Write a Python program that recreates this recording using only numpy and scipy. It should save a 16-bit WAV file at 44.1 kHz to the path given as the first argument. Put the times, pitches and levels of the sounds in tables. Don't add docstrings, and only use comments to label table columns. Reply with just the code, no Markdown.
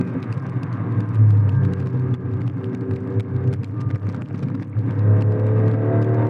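import sys
import numpy as np
from scipy import signal
from scipy.fft import rfft, irfft, next_fast_len
from scipy.io import wavfile
from scipy.ndimage import uniform_filter1d, map_coordinates

SR = 44100
rng = np.random.default_rng(int(sys.argv[2]) if len(sys.argv) > 2 else 0)


def generate_wav(sig):
    pcm = np.round(np.clip(np.atleast_2d(sig).T, -1, 1) * 32767).astype(np.int16)
    wavfile.write(sys.argv[1], SR, pcm)


N = 277389
STEP = 64
SLOW_S = np.arange(0, N + STEP, STEP) / SR


def amp(db):
    return 10 ** (np.asarray(db) / 20)


def unit(x):
    return x / np.sqrt(np.mean(x ** 2) + 1e-20)


def curves(rows):
    times, *columns = np.transpose(rows)
    return [np.interp(SLOW_S, times, column) for column in columns]


def wobble(rate):
    return map_coordinates(rng.standard_normal(int(N * rate / SR) + 4), [SLOW_S * rate])


def smooth(x):
    return np.interp(np.arange(N) / STEP, np.arange(len(x)), x)


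def filtered(x, response):
    size = next_fast_len(N + SR // 2)
    return irfft(rfft(x, size) * response(np.fft.rfftfreq(size, 1 / SR)), size)[..., :N]


def noise(spectrum):
    pitches, levels = np.transpose(spectrum)
    gain = lambda hz: amp(np.interp(np.log(hz + 1), np.log(pitches + 1), levels))
    return unit(filtered(rng.standard_normal(N), gain))


# middle_s, length_s, level_db
SCRUBS = [(.8, 1.101, -46)]
# pitch_hz, level_db
SCRUB_TONE = [(800, -120), (960, -7.5), (1060, 3), (1130, -7.5), (1200, -4.5), (1300, -11.5), (1500, -120)]

def tyre_scrub():
    swell = sum(amp(db) * np.exp(-(2 * (SLOW_S - s) / length) ** 2) for s, length, db in SCRUBS)
    return smooth(swell * amp(2.5 * wobble(11))) * noise(SCRUB_TONE)


# middle_s, length_s, pitch_hz, fall_hz_per_s, level_db
HUMS = [(1.68, 0.5, 180.5, 32, -28.5), (4.48, 0.56, 140.7, 15, -28.5)]

def hum():
    sound = np.zeros(N)
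    for s, length, hz, fall, db in HUMS:
        t = np.arange(N) / SR - s
        swell = amp(db) * np.exp(-(2 * t / length) ** 4)
        sound += swell * np.sin(2 * np.pi * (hz - fall * t / 2) * t)
    return sound * np.sqrt(2) * smooth(amp(1.3 * wobble(6.6)))


# start_s, level_db, pitch_hz
CLINKS = [(.227, -47, 5000), (.326, -43.5, 4800), (1.304, -40, 2230), (2.139, -34, 3410),
          (2.748, -44, 2330), (3.198, -40, 2348), (3.535, -49, 2200), (3.64, -48, 2300), (4.428, -35, 2500),
          (4.55, -42, 2070), (4.73, -35, 2210)]

def trim_clinks(ring_s=0.016):
    sound, t = np.zeros(N + SR), np.arange(SR // 20) / SR
    attack = 1 - np.exp(-t / 0.00097)
    for s, db, hz in CLINKS:
        sound[round(s * SR):][:len(t)] += amp(db - 60 * t / ring_s) * attack * np.sin(2 * np.pi * hz * t)
    return sound[:N]


# time_s, level_db
TICK_LEVELS = [(0, 3.5), (3.3, -0.5), (3.5, -1.5), (4.6, 5.5), (4.8, 0.5), (6.29, -12.5)]

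def faint_ticks(level_db, spread_db, count, width):
    ticks = np.zeros(N)
    when, strength = rng.random((count, 2)).T
    np.add.at(ticks, (when * N).astype(int), amp(level_db + spread_db * strength ** 2))
    clumps = smooth(amp(curves(TICK_LEVELS)[0] + 3 * wobble(9)))
    return np.convolve(ticks * clumps, np.hanning(width), "same")


def ringing(x, depth_db):
    bands = signal.stft(x, nperseg=256)[2]
    lift = uniform_filter1d(rng.standard_normal(bands.shape), size=3, axis=0)
    lift = uniform_filter1d(lift, size=4, axis=1)
    return unit(signal.istft(bands * amp(depth_db * unit(lift)), nperseg=256)[1][:N])


# middle_s, level_db, extra_dull_db, length_s
CRACKLES = [(0.013, -40, 11, 0.0041), (0.052, -54, 18, 0.0015), (0.077, -53, 9, 0.0026),
            (0.12, -55, 6, 0.0012), (0.359, -54, -3, .0015), (0.088, -59, -15, 0.036),
            (0.229, -40.5, 8.5, 0.0018), (0.2366, -43, -3, 0.0014), (0.327, -41.5, 5, 0.0041),
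            (0.3366, -53, 6.5, 0.0064), (0.379, -48, 1, 0.0056), (.4266, -51, -12, 0.0017),
            (0.467, -43, -4, 0.0011), (0.498, -40.5, -5, 0.00086), (0.539, -53.5, -5, 0.0012),
            (0.634, -42, 4, 0.0063), (0.7286, -43, 5, 0.0019), (0.737, -52, 9, 0.0038),
            (0.924, -47.5, -2, 0.0022), (1.006, -43.5, 8, 0.0057), (1.1474, -43.5, 3, 0.0028),
            (1.156, -47, -4, 0.0036), (1.091, -51, 4, .0015), (1.189, -55, 5.5, 0.0013),
            (1.3074, -39.5, -1, 0.0054), (1.342, -51, -2, 0.0012), (1.522, -51, -4.5, .0015),
            (1.553, -50, -4, 0.0018), (1.636, -46.5, 0, .002), (1.859, -49, 3, 0.0011),
            (1.4936, -40.5, -7, 0.0022), (1.651, -45.5, 13.5, 0.0063), (1.66, -50.5, -5, 0.0024),
            (1.736, -39, 1.5, 0.0041), (1.804, -43, -6, 0.0018), (1.872, -45.5, 11.5, 0.0045),
            (1.997, -49, -5, 0.0027), (2.1422, -39.5, 6, 0.0017), (2.148, -52.5, 12, 0.0061),
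            (2.338, -51.5, 7, 0.0045), (2.475, -49, -5.5, 0.002), (2.499, -51, 4, .0015),
            (2.81, -49, 1, .0015), (3.006, -51, -2, .0015), (3.441, -47.5, -1, .0015),
            (2.418, -44.5, 11, 0.0025), (2.479, -40.5, 10, 0.0015), (2.6435, -42, 9.5, 0.0015),
            (2.7496, -40, 5, 0.0037), (2.912, -47.5, 15, .0035), (2.9375, -45, -9, .0012),
            (2.961, -46, -17, 0.002), (2.966, -46.5, 4, 0.0017), (3.199, -37, -2, .0035),
            (3.206, -42, 7, 0.0043), (3.3645, -45.5, -13, 0.0015), (3.478, -50.5, -1, 0.0077),
            (3.5306, -43.5, 7, 0.0064), (3.5384, -37.5, 1, 0.0041), (3.546, -48.5, 14, 0.0025),
            (3.635, -47, 8, 0.005), (3.6448, -38, 0, 0.0024), (3.8097, -42, -4, 0.0032),
            (3.816, -43.5, 13, 0.0033), (3.904, -51, 18.5, 0.0047), (3.9112, -42, 14, 0.0012),
            (3.949, -48, 6, 0.0013), (3.9596, -48, 12, 0.0055), (4.07, -48.5, 18.5, 0.0019),
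            (4.0912, -42, 0, 0.003), (4.099, -48.5, 7, 0.0049), (4.147, -44.5, 15.5, 0.0029),
            (4.152, -49, -6, .002), (4.221, -39, 12, 0.0011), (4.31, -68, 31.5, 0.0038),
            (4.3475, -57, 16, 0.012), (4.171, -57, 5, .0015), (4.375, -54, 3, 0.00099),
            (4.393, -43, 11, 0.0018), (4.461, -60, 5, 0.0014), (4.431, -48.5, 6, 0.011),
            (4.437, -58, -1, 0.0033), (4.486, -56, 19, 0.0035), (4.502, -49.5, 15.5, 0.0019),
            (4.5517, -51, 14.5, 0.006), (4.625, -49, 12, 0.004), (4.631, -46, -21, 0.0018),
            (4.791, -47.5, -0.5, 0.00148), (4.909, -46.5, -1, 0.0025), (4.815, -54, -3, .0013),
            (4.882, -54.5, -2, 0.0015), (4.993, -45.5, -3, 0.0023), (5.17, -47, -2.5, 0.0016),
            (5.211, -44, 8, 0.0019), (5.223, -39, 1, 0.0039), (5.313, -54, 7, .002),
            (5.323, -49, -2, 0.0043), (5.342, -57, -5, .0013), (5.398, -49.5, 0, 0.0047),
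            (5.468, -46, -6, 0.00323), (5.491, -57, -7, .0013), (5.592, -49, -8.5, 0.002),
            (5.677, -57, -9, 0.0033), (5.6823, -42, 9, 0.0021), (5.715, -43, -7.5, 0.00076),
            (5.733, -50.5, -0.5, 0.0023), (5.742, -52.5, -2, .0013), (6.018, -47.5, -13, .003),
            (6.0273, -46, 3, 0.0095), (6.046, -47, -10, 0.0045), (6.0925, -47, -3, 0.0018),
            (6.146, -50, -12, 0.0074), (6.271, -42, -5, 0.0016)]
# pitch_hz, level_db
SHARP_TONE = [(1200, -63.5), (2200, 8), (3000, 1), (4000, -2), (5000, -4), (6500, -10), (8000, -13.5),
              (10000, -20), (12000, -24.5), (14000, -45.5), (15500, -41.5)]
DULL_TONE = [(300, -120), (500, -0.5), (1200, 3.5), (2000, -2.5), (3000, -18), (5000, -120)]
THIN_TONE = [(3500, -120), (5500, -7.5), (8000, -4), (11000, -5.5), (15000, -21)]

def microphone_crackles():
    sharp, dull, thin = np.zeros((3, N + SR))
    t = np.arange(-SR // 40, SR // 40) / SR
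    for s, db, dull_db, length in CRACKLES:
        thin_db = -31 + 13 * rng.random()
        burst = np.exp(-(2 * t / length) ** 4)
        ticks = sum(amp(-8 - 10 * softness) * np.exp(-((t - .04 * (when - .5)) / 0.00072) ** 2)
                    for when, softness in rng.random((3, 2)))
        start = round((s + t[0]) * SR)
        parts = (sharp, -2, burst + ticks), (dull, dull_db - 3.5, burst), (thin, thin_db, burst)
        for track, offset_db, shape in parts:
            shape = shape[max(-start, 0):]
            track[max(start, 0):][:len(shape)] += amp(db + offset_db) * shape
    sharp = sharp[:N] + faint_ticks(level_db=-67, spread_db=11.5, count=1000, width=61)
    dull = dull[:N] + faint_ticks(level_db=-53, spread_db=7.5, count=400, width=131)
    thin = thin[:N] + faint_ticks(level_db=-75.5, spread_db=10.5, count=300, width=41)
    grit = ringing(noise(SHARP_TONE), depth_db=2.5)
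    return sharp * grit + dull * noise(DULL_TONE) + thin * noise(THIN_TONE)


# start_s, depth_db, recovery_s
DIPS = [(.39, -4, 0.038), (1.5, -4, 0.05), (1.885, -4.5, 0.031), (2.15, -3.5, 0.07), (2.49, -2.5, 0.059),
        (2.99, -3.5, 0.062), (3.215, -5.5, 0.046), (3.55, -2, 0.13), (3.97, -9.5, 0.052),
        (4.23, -7.5, 0.077), (4.64, -3, 0.11), (4.81, -2.5, 0.022), (5.23, -2, 0.037), (6.035, -6.5, 0.02)]

def level_dips(loud_db=-52):
    def dip(start_s, depth_db, recovery_s):
        age = np.clip(SLOW_S - start_s, 0, None)
        return depth_db * (1 - np.exp(-age / 0.00061)) * np.exp(-age / recovery_s)

    after_crackles = [dip(s, -0.4 * max(db - loud_db, 0), 0.14) for s, db, _, _ in CRACKLES]
    return smooth(amp(np.min(after_crackles, axis=0) + sum(dip(*row) for row in DIPS)))


# start_s, level_db
RIDGES = [(3.529, -14.5), (3.63, -16.5), (3.795, -15), (3.946, -17), (4.084, -6), (4.134, -18),
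          (4.213, -13), (4.343, -10), (4.391, -34), (4.424, -11.5), (4.469, -12), (4.543, -15),
          (4.619, -15.5), (4.816, -22.5)]

def ridge_jolts(pitch_hz=201.4):
    floor, turns = np.zeros(N + SR), np.arange(SR // 20) / SR * pitch_hz
    jolt = amp(-12.3 * turns) * np.sin(2 * np.pi * turns) * (1 - np.exp(-3 * turns))
    for s, db in RIDGES:
        floor[round(s * SR):][:len(jolt)] -= amp(db) * jolt
    return floor[:N]


# middle_s, level_db, length_s, pitch_hz
BUMPS = [(0.231, -16.5, 0.019, 125.5), (0.31, -16, 0.058, 113.3), (0.376, -12.5, 0.015, 127.7),
         (0.573, -11.5, 0.024, 116.3), (0.644, -10, 0.017, 119), (0.98, -14, 0.045, 114.1),
         (1.957, -15.5, 0.03, 112), (2.114, -15.5, 0.056, 121.2), (2.328, -12.5, 0.036, 113),
         (2.418, -14, 0.024, 111), (2.468, -14, 0.061, 119), (2.748, -17.5, 0.026, 123.2),
         (2.83, -14.5, 0.031, 112), (2.936, -15.5, 0.019, 111.3), (3.196, -11, 0.068, 107.1),
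         (3.361, -17, 0.035, 118.6), (3.484, -13, 0.071, 121.7), (3.598, -13.5, 0.033, 110.7),
         (3.758, -18, 0.056, 116.3), (3.825, -13.5, 0.035, 111), (3.871, -10, 0.026, 114),
         (3.946, -9.5, 0.02, 113.3), (4.056, -16, 0.092, 104.9), (4.235, -10.5, 0.025, 116),
         (4.434, -12.5, 0.021, 119), (4.783, -12.5, 0.07, 111.1), (4.878, -12, 0.046, 110)]

def cabin_booms():
    swell = sum(amp(db) * np.exp(-(2.18 * (SLOW_S - s) / length) ** 2) for s, db, length, _ in BUMPS)
    times, _, _, pitches = np.transpose(BUMPS)
    nearest = np.abs(SLOW_S[:, None] - times).argmin(axis=1)
    phase = 2 * np.pi * np.cumsum(smooth(pitches[nearest])) / SR
    return smooth(swell) * np.sin(phase + smooth(0.75 * wobble(4.5))), swell


# pitch_hz, width_hz, boost_db
PANELS = [(1890, 67, 3.5), (2150, 37, 4), (2670, 130, 4), (3660, 82, 10)]

def panel_gain(hz):
    return amp(sum(db / (1 + (2 * (hz - pitch) / width) ** 2) for pitch, width, db in PANELS))


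# time_s, thud_db, rumble_db, roar_db
ROAD_LEVELS = [(0, -18.5, -25, -46), (.3, -37.5, -26.5, -40.5), (.8, -19, -25.5, -41),
               (1.3, -19, -25.5, -43.5), (1.7, -23.5, -28.5, -43.5), (2.1, -34.5, -27.5, -46),
               (2.5, -25, -27.5, -45.5), (3, -23.5, -28.5, -46), (3.5, -42, -28.5, -46),
               (3.7, -30, -31, -49), (4.1, -35, -28.5, -47.5), (4.5, -25, -25.5, -46.5),
               (4.7, -33, -27, -48), (4.87, -26.5, -27.5, -43.5), (5.17, -27.5, -24, -40),
               (5.8, -23, -27, -40), (6, -18.5, -26, -38.5), (6.29, -26.5, -30, -37.5)]
# pitch_hz, level_db
THUD_TONE = [(80, -27), (92, 5), (105, 28.5), (125, 15), (150, 2), (190, -48.5), (300, -120)]
RUMBLE_TONE = [(76, -6.5), (130, -4), (146, -15), (178, -0.5), (205, -14), (253, -4.5), (300, -6.5),
               (335, -23.5), (371, -13), (408, -22), (487, -15), (535, -27), (750, -39.5), (980, -39),
               (1650, -120)]
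ROAR_TONE = [(300, -120), (450, -2), (560, 1), (680, -1), (800, 0), (1050, -0.5), (1200, 1), (1410, -8),
             (1600, -1.5), (1760, -8.5), (2200, -11.5), (3050, -26), (3700, -31), (4200, -34),
             (6500, -44.5), (10000, -51.5), (14000, -79)]

def road_and_wind(engine_angle):
    thud_db, rumble_db, roar_db = curves(ROAD_LEVELS)
    roughness = wobble(24)
    boom, swell = cabin_booms()
    shaken = np.tanh(swell / amp(-18))
    rattle = sum(np.exp(-((SLOW_S - s - .006) / 0.0089) ** 2) * (2 + db / 45) for s, db in RIDGES)
    thud = smooth(amp(thud_db - 3.5 + roughness)) * noise(THUD_TONE)
    rumble_db += 1.7 * shaken + 1.74 * roughness + 2.3 * wobble(50)
    rumble = smooth(amp(rumble_db)) * noise(RUMBLE_TONE)
    roar_db += 1.1 * shaken + 2.5 * rattle + 1.6 * roughness + 1.1 * wobble(70)
    pulse = 1 + 0.11 * np.sin(engine_angle) + 0.33 * np.sin(3 * engine_angle)
    roar = smooth(amp(roar_db)) * unit(pulse * filtered(noise(ROAR_TONE), panel_gain))
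    return boom + thud + rumble + roar


# pitch_hz, width_hz, level_db
CABIN_PEAKS = [(107.3, 6.63, 7.5), (126.34, 6, 5), (164, 6.5, -3.5), (252.94, 16, -1), (301.5, 15, 0.5),
               (381, 11, 5.5), (435, 11, 1), (490, 19, 1), (517, 14, -6.5), (541, 8.6, -10),
               (610, 12, -10.5), (612, 17, -8), (673.3, 13, -1.5), (737, 24, -7), (932, 36, -2),
               (1060, 45, -1), (1198, 19, 3.5), (1338, 21, -5), (1586, 47, -1.5), (1880, 22, -11.5)]

def cabin_gain(hz, base_db=-15):
    peaks = sum(amp(2 * db) / (1 + (2 * (hz - pitch) / width) ** 2) for pitch, width, db in CABIN_PEAKS)
    return np.sqrt(amp(2 * base_db) + peaks)


# time_s, cycles_per_s
ENGINE_SPEED = [(0, 47.8), (.28, 46.2), (.48, 43.7), (.56, 42.2), (.72, 41.2), (.78, 40.2), (.9, 38.7),
                (1.13, 37), (1.2, 36.3), (1.35, 34.5), (1.56, 33.2), (1.7, 32.6), (1.95, 31.8),
                (2.24, 31.3), (2.45, 31.4), (2.6, 32), (2.69, 31.6), (3.14, 32.25), (3.3, 32.2),
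                (3.47, 32.4), (3.59, 32.8), (4.19, 33.8), (4.94, 34.6), (5.39, 35.7), (5.84, 36.9),
                (6.29, 38.5)]
# time_s, throttle_db, load_db, whine_db
EFFORT = [(0, -34.5, -25, -49.5), (.4, -26, -4.5, -67), (.6, -35, -10, -53), (.85, -10, -5.5, -55.5),
          (1.08, -26, -11.5, -61.5), (1.22, -16, 2.5, -55.5), (1.4, -18, 4.5, -56), (1.62, -7, 4.5, -51),
          (1.9, -13.5, -4, -56.5), (2.3, -15, -4, -58.5), (2.55, -22.5, -11.5, -60),
          (2.62, -11, -13.5, -56.5), (2.9, -9, -10.5, -57.5), (3.2, -6.5, -12, -59),
          (3.3, -13.5, -7.5, -56), (3.52, -5, -4, -58), (3.62, -17.5, -7, -65.5), (4.2, -12.5, -9, -54.5),
          (4.72, -28, -15.5, -75.5), (4.9, -15, -1, -52.5), (5.0, -9.5, 1, -53.5), (5.1, 0, 0.5, -49.5),
          (5.6, -0.5, -4, -54.5), (5.95, 2, 0, -47.5), (6.07, 1, 1.5, -46), (6.29, 2.5, 2.5, -51)]
# shake_db, drone_db, snarl_db
BASE_LEVELS = [-35, -34.5, -43.5]
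# multiple_of_cycle, level_db
ENGINE_TONES = [(3, 13.5), (4, 11), (5, 2.5), (6, 9.5), (7, -5.5), (8, 6.5), (9, 3), (10, 10.5), (11, -2.5),
                (12, 16), (13, 6.5), (14, 11), (15, 12.5), (16, 2.5), (17, 4.5), (18, 11), (19, -8),
                (20, 2), (21, -3.5), (22, -0.5), (23, -4.5), (24, 4), (25, -2.5), (26, 1.5), (27, 0),
                (28, -0.5), (29, -7), (30, 2.5), (31, -7), (32, -9.5), (33, -0.5), (34, -4.5), (35, -5),
                (36, 2.5), (38, 1.5), (39, -5), (40, 3), (41, -0.5), (42, 1.5), (43, -2), (44, 2),
                (45, -0.7), (46, 0.5), (47, -2), (48, 0), (49, -0.5), (50, 2), (52, 7), (54, 4.5)]
# multiple_of_cycle, level_db
COAST_TONES = [(24, 2), (27, -1), (28, 0), (30, 0.2), (33, -1.5), (36, -0.5), (39, -5.5), (42, -5),
               (48, -3)]
# time_s, level_db
COAST_LEVELS = [(0, -59), (.3, -44.5), (.5, -59), (.65, -45), (.8, -46.5), (1, -51), (1.13, -48),
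                (1.3, -57.5), (1.55, -45.5), (1.8, -57.5), (2.2, -60), (3.6, -70), (3.8, -51.5),
                (4.1, -65.5), (6.29, -83.5)]

def engine():
    cycle_hz, = curves(ENGINE_SPEED)
    coast_db, = curves(COAST_LEVELS)
    throttle_db, load_db, whine = curves(EFFORT)
    shake, drone, snarl = np.array([load_db, 0.53 * throttle_db, throttle_db]) + np.c_[BASE_LEVELS]
    angle = 2 * np.pi * np.cumsum(smooth(cycle_hz)) / SR

    def tone(multiple, level_db, drift_rad, drift_hz):
        size = np.sqrt(2) * amp(level_db) * cabin_gain(multiple * cycle_hz)
        phase = 2 * np.pi * rng.random() + drift_rad * wobble(drift_hz)
        return smooth(size) * np.sin(multiple * angle + smooth(phase))

    sound = np.zeros(N)
    for multiple, db in ENGINE_TONES:
        drive_db = shake if multiple < 5 else drone if multiple < 10 else snarl if multiple <= 24 else whine
        sound += tone(multiple, drive_db + db + 2.16 * wobble(14), drift_rad=0.18, drift_hz=16)
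    for multiple, db in COAST_TONES:
        sound += tone(multiple, coast_db + db + 3.9 * wobble(7), drift_rad=0.3, drift_hz=12)
    return sound, angle


def scene():
    motor, angle = engine()
    driving = motor + hum() + tyre_scrub() + road_and_wind(angle)
    return (driving * level_dips() + ridge_jolts() + trim_clinks() + microphone_crackles())[None]


def record(dry, low_cut_hz=92, top_hz=15800):
    rounded = dry / (1 + np.abs(dry / .55) ** 4) ** (1 / 4)
    cut = filtered(rounded, lambda hz: 1 / np.sqrt(1 + (low_cut_hz / (hz + 1)) ** 50))
    low_noise = amp(-67.5) * noise([(15, -11.5), (30, -6.5), (65, 2.0), (85, -8.0), (120, -120)])
    return filtered(cut + low_noise, lambda hz: hz < top_hz)


dry = scene()
out = record(dry)
generate_wav(out)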